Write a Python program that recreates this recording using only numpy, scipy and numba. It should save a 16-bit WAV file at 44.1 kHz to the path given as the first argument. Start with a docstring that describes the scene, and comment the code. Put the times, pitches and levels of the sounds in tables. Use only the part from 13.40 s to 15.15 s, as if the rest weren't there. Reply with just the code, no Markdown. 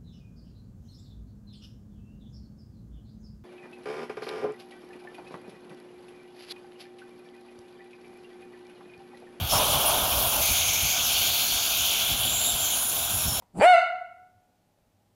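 """A small dog barks once, close by, in a quiet living room. Its vocal folds are the source and its mouth
the filter: a low growl leaps through a rough stretch of period doubling to a clear held yelp, which
sags as the mouth closes. Air hisses and whistles past the teeth. The room reverberates, its modes
ringing on at the held pitch, and a limiter flattens the peak. Faint ticks and soft thuds on the floor
sit in the room tone."""
import sys
import numpy as np
from scipy import signal
from scipy.fft import rfft, irfft
from scipy.io import wavfile
from numba import njit

SR = 44100
rng = np.random.default_rng(int(sys.argv[2]) if len(sys.argv) > 2 else 0)


def wav_out(sig):
    """Save sig, one row per channel (or a flat mono array), as 16-bit PCM at SR to the path in sys.argv[1]."""
    wavfile.write(sys.argv[1], SR, np.round(np.clip(np.atleast_2d(sig).T, -1, 1) * 32767).astype(np.int16))


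N = 77175

# Fundamental of the vocal folds: time_s, pitch_hz
BARK_PITCH = [(.202, 359.8), (.212, 426.6), (.22, 521.2), (.229, 577.9), (.239, 621), (.249, 664),
              (.265, 709.3), (.281, 732.7), (.311, 734), (.325, 718), (.338, 686.7), (.36, 667.6)]
# Vocal effort: time_s, level_db, mouth_opening (0 to 1), subharmonic_db, rasp_db
BARK_EFFORT = [(.203, -34.5, 0.83, -4, -3.5), (.212, -20, 0.02, -9.5, -8), (.22, -19, 0.2, -1, -11),
               (.237, -14, 0.03, -4, -20), (.255, -8, .4, -10, -31), (.28, -3, 1, -25.5, -35),
               (.32, -4, 1, -26, -35.5), (.348, -4, 0.93, -30, -32), (.372, -20, 0.7, -26.5, -26)]
# Vocal tract response with the mouth shut, ajar and wide open: frequency_hz, gain_db
TRACT_SHUT = [(60, -33), (130, 2.5), (280, 5), (380, -6), (520, -9.5), (820, -5.5), (1080, -24.5),
              (1230, -19), (1700, -38), (2800, -31), (3700, -46.5), (12000, -60)]
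TRACT_AJAR = [(40, -27.5), (150, -28.5), (290, -21), (400, -2), (620, 4), (830, 2.5), (1150, -19),
              (1380, -13.5), (1800, -12), (2050, -15), (2380, -7), (2650, -24.5), (3000, -17), (3800, -41),
              (4500, -37), (6200, -48), (7600, -30.5), (9500, -40.5), (15000, -62)]
TRACT_WIDE = [(150, -25), (400, -20.5), (620, -0.5), (760, -1), (1080, -6), (1330, -10.5), (1480, -14),
              (1800, -13.5), (2100, -14.5), (2900, -18.5), (3350, -38), (3680, -24), (4000, -29),
              (4600, -31), (5300, -51), (6800, -55), (8200, -44.5), (9700, -44.5), (11000, -62.5),
              (15500, -73.5)]
# Envelope of the air hissing past the teeth: time_s, level_db
HISS_ENVELOPE = [(.135, -81), (.16, -64), (.185, -51), (.212, -54), (.23, -41), (.255, -41.5), (.29, -48),
                 (.335, -45), (.37, -69.5)]
# Spectrum of that hiss: frequency_hz, gain_db
HISS_SPECTRUM = [(2000, -28.5), (3700, -18), (4500, -6), (5400, -18), (6600, -14), (7500, 0), (8600, -5),
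                 (9500, -2.5), (11000, -14.5), (13000, -26), (15500, -30)]
# Envelope of the growl behind closed lips: time_s, level_db
GROWL_ENVELOPE = [(.128, -75.5), (.148, -48), (.16, -38.5), (.178, -35), (.195, -28), (.208, -31.5),
                  (.225, -61)]
# Whistles between the teeth: centre_s, half_length_s, pitch_hz, bandwidth_hz, level_db
WHISTLES = [(.209, .008, 4600, 150, -38.5), (0.22, 0.0044, 7500, 150, -41), (.33, 0.06, 6250, 90, -48)]
# Reverberation time of the room: frequency_hz, t60_s
REVERB_T60 = [(120, 0.13), (350, .5), (730, 0.6689), (1450, 0.6654), (2200, 0.6059), (4000, 0.51),
              (8000, 0.34), (14000, 0.2649)]
# Spectrum of the reflections: frequency_hz, gain_db
REVERB_SPECTRUM = [(100, -28), (250, -17.5), (400, -7.5), (550, -12.5), (660, -5), (735, -3.5), (850, -8),
                   (1400, 1.5), (2200, -0.5), (3000, -4.5), (3600, -6), (4500, -0.5), (8000, -1),
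                   (14000, -15)]
# Room modes near the yelp's first three harmonics: frequency_hz, resonant_gain_db, t60_s
ROOM_MODES = [(729.3, -12, 1.02), (1459, -13.5, 1.2), (2196, -10, 0.81)]
# Faint ticks: start_s, level_db
TICKS = [(.022, -51), (1.386, -65)]
# Spectrum of a tick: frequency_hz, gain_db
TICK_SPECTRUM = [(150, -14.5), (500, -3), (850, 2), (1400, -16.5), (4000, -28), (14000, -34)]
# Soft thuds on the floor: start_s, level_db
THUDS = [(0.951, -60.5), (1.527, -60.5)]
# Spectrum of the room's steady noise: frequency_hz, gain_db
ROOM_TONE_SPECTRUM = [(15, -32.5), (25, -5.5), (69, -8), (103, -3), (135, -9), (191, -5), (450, -14.5),
                      (604, -10), (749, -16.5), (811, -9.5), (903, -19.5), (1350, -24.5), (15000, -34)]

FLUTTER, JITTER, SHIMMER, ROUGHNESS_HZ = .0021, .12, 1, 286
SUBHARMONIC_WAVER, PUFF_DEPTH, BREATH_GAIN_DB, FADE_DB_PER_S = .43, .2, 16, 1200.5
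GROWL_HZ, GROWL_JITTER, GROWL_RASP_DB = 171.56, .15, -1.5
REVERB_GAIN_DB, REVERB_DELAY_S, REVERB_BUILD_S = -7.5, .0027, .014
TICK_DECAY_S = .0079
THUD_HZ, THUD_RISE_S = 98.8, .016
ROOM_TONE_DB, HUM_HZ, HUM_DB, HUM_WAVER = -69, 102, -79, .62
LIMIT_DB, LIMIT_ATTACK_S, LIMIT_RELEASE_S, LOWPASS_HZ = -7.5, .00015, .032, 15200


def bark(t):
    """Source and filter: pulsing vocal folds and puffs of air excite the resonances of the mouth."""
    level = undb(curve(BARK_EFFORT, t)) * edge_fade(BARK_EFFORT, t)
    opening = curve(BARK_EFFORT, t, column=2)
    doubling = undb(curve(BARK_EFFORT, t, column=3))
    rasp = undb(curve(BARK_EFFORT, t, column=4))
    pitch_hz = curve(BARK_PITCH, t) * (1 + (FLUTTER + JITTER * rasp) * wobble(ROUGHNESS_HZ))
    phase = 2 * np.pi * np.cumsum(pitch_hz) / SR
    folds = vocal_folds(phase, doubling)
    puffs = 1 + PUFF_DEPTH * (doubling * np.cos(phase / 2) + (1 - doubling) * np.cos(phase))
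    breath = undb(BREATH_GAIN_DB) * rasp * puffs * rng.standard_normal(N)
    shimmer = 1 + SHIMMER * rasp * wobble(ROUGHNESS_HZ)
    source = level * (folds * shimmer + breath)
    voice = colour(source * (1 - opening), TRACT_AJAR) + colour(source * opening, TRACT_WIDE)
    return voice + teeth_hiss(t, puffs)


def vocal_folds(phase, doubling):
    """Period doubling: alternately strong and weak cycles add odd multiples of half the pitch."""
    subharmonic = doubling * (1 + SUBHARMONIC_WAVER * wobble(120))
    return sum((subharmonic if k % 2 else 1) * np.cos(k * phase / 2) for k in range(1, 45))


def growl(t):
    """Damped radiation: the closed mouth muffles the rasp that pulses with a low, unsteady tone."""
    pitch_hz = GROWL_HZ * (1 + GROWL_JITTER * wobble(110))
    folds = np.sin(2 * np.pi * np.cumsum(pitch_hz) / SR)
    rasp = (1 + .5 * folds) * noise(TRACT_SHUT)
    sounding = (t > GROWL_ENVELOPE[0][0]) & (t < GROWL_ENVELOPE[-1][0])
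    return sounding * undb(curve(GROWL_ENVELOPE, t)) * (folds + undb(GROWL_RASP_DB) * rasp)


def teeth_hiss(t, puffs):
    """Turbulence: air rushing past the teeth makes noise, modulated by the puffs from the folds."""
    level = undb(curve(HISS_ENVELOPE, t)) * edge_fade(HISS_ENVELOPE, t)
    return level * puffs * noise(HISS_SPECTRUM)


def whistles(t):
    """Narrowband noise: air between the teeth takes on a pitch, swelling and fading as the jaw moves."""
    out = np.zeros(N)
    for centre_s, half_length_s, pitch_hz, bandwidth_hz, level_db in WHISTLES:
        phase = 2 * np.pi * pitch_hz * t
        tone = wobble(bandwidth_hz / 2) * np.cos(phase) + wobble(bandwidth_hz / 2) * np.sin(phase)
        out += undb(level_db) * np.exp(-((t - centre_s) / half_length_s) ** 2) * tone
    return out


def reverberation(direct, t):
    """Exponential decay: reflections die soonest in bass and treble; lightly damped modes ring on."""
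    build = np.clip((t - REVERB_DELAY_S) / REVERB_BUILD_S, 0, 1)
    diffuse = build * sum(band * np.exp(-np.log(1000) * t / at_hz(REVERB_T60, hz))
                          for hz, band in bands(rng.standard_normal(N)))
    diffuse /= np.sqrt(np.sum(diffuse ** 2))
    response = undb(REVERB_GAIN_DB) * colour(diffuse, REVERB_SPECTRUM)
    for hz, gain_db, t60_s in ROOM_MODES:
        damping = np.log(1000) / t60_s
        mode = np.exp(-damping * t) * np.cos(2 * np.pi * hz * t)
        response += undb(gain_db) * 2 * damping / SR * mode
    return signal.fftconvolve(direct, response)[:N]


def ticks(t):
    """Transients: noise bursts with a fast exponential decay are heard as tiny dull clicks."""
    envelope = sum(undb(level_db) * (t > start_s) * np.exp(-np.abs(t - start_s) / TICK_DECAY_S)
                   for start_s, level_db in TICKS)
    return envelope * noise(TICK_SPECTRUM)


def thuds(t):
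    """Resonance: soft bumps swell and fade in one low mode of the floor."""
    out = np.zeros(N)
    for start_s, level_db in THUDS:
        age_s = np.maximum(t - start_s, 0)
        envelope = age_s / THUD_RISE_S * np.exp(1 - age_s / THUD_RISE_S)
        out += undb(level_db) * envelope * np.sin(2 * np.pi * THUD_HZ * age_s)
    return out


def room_tone(t):
    """Noise floor: a low, steady rush with a faint amplitude-modulated hum."""
    hum = (1 + HUM_WAVER * wobble(4.6)) * np.sin(2 * np.pi * HUM_HZ * t)
    return undb(ROOM_TONE_DB) * noise(ROOM_TONE_SPECTRUM) + undb(HUM_DB) * hum


def undb(db):
    """Decibels to amplitude ratio."""
    return 10 ** (np.asarray(db) / 20)


def unit_rms(x):
    """Normalisation to rms 1."""
    return x / np.sqrt(np.mean(x ** 2))


def curve(table, t, column=1):
    """Linear interpolation of one column of a time table."""
    rows = np.array(table)
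    return np.interp(t, rows[:, 0], rows[:, column])


def edge_fade(table, t):
    """Exponential fade outside the time span of a table."""
    outside_s = np.maximum(t - table[-1][0], 0) + np.maximum(table[0][0] - t, 0)
    return undb(-FADE_DB_PER_S * outside_s)


def at_hz(table, hz):
    """Interpolation on a log-frequency axis."""
    rows = np.array(table)
    return np.interp(np.log(np.maximum(hz, 1)), np.log(rows[:, 0]), rows[:, 1])


def colour(x, spectrum):
    """Minimum-phase filtering: folding the cepstrum makes the response causal."""
    gain = undb(at_hz(spectrum, np.arange(N + 1) * SR / (2 * N)))
    cepstrum = irfft(np.log(gain))
    cepstrum[1:N] *= 2
    cepstrum[N + 1:] = 0
    return irfft(rfft(x, 2 * N) * np.exp(rfft(cepstrum)))[:N]


def noise(spectrum):
    """Filtered white noise of rms 1."""
    return unit_rms(colour(rng.standard_normal(N), spectrum))


def bands(x, count=20):
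    """Complementary filter bank: (centre_hz, band) pairs whose bands sum to the input."""
    centres_hz = np.geomspace(60, 16000, count)
    spectrum = rfft(x)
    log_hz = np.log(np.maximum(np.fft.rfftfreq(N, 1 / SR), 1))
    return [(hz, irfft(spectrum * np.interp(log_hz, np.log(centres_hz), weights), N))
            for hz, weights in zip(centres_hz, np.eye(count))]


def wobble(rate_hz):
    """Random modulation: low-passed noise of rms 1."""
    lowpass = signal.butter(2, rate_hz, fs=SR, output="sos")
    return unit_rms(signal.sosfilt(lowpass, rng.standard_normal(N)))


@njit
def follow_peak(x, attack_s, release_s):
    """Envelope detection: one-pole smoothing with separate rise and fall times."""
    attack, release = 1 - np.exp(-1 / (attack_s * SR)), 1 - np.exp(-1 / (release_s * SR))
    out, envelope = np.empty(len(x)), 0.
    for i in range(len(x)):
        envelope += (x[i] - envelope) * (attack if x[i] > envelope else release)
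        out[i] = envelope
    return out


def scene():
    """Superposition: direct sound, its reverberation and the background add in one channel."""
    t = np.arange(N) / SR
    direct = growl(t) + bark(t) + whistles(t) + ticks(t)
    return (direct + reverberation(direct, t) + thuds(t) + room_tone(t))[None]


def record(dry):
    """Limiting: the gain falls while the bark exceeds a threshold; a low-pass then cuts the top."""
    peak = follow_peak(np.abs(dry[0]), LIMIT_ATTACK_S, LIMIT_RELEASE_S)
    limited = dry / np.maximum(peak / undb(LIMIT_DB), 1)
    return signal.sosfilt(signal.ellip(8, .2, 70, LOWPASS_HZ, fs=SR, output="sos"), limited)


dry = scene()
out = record(dry)
wav_out(out)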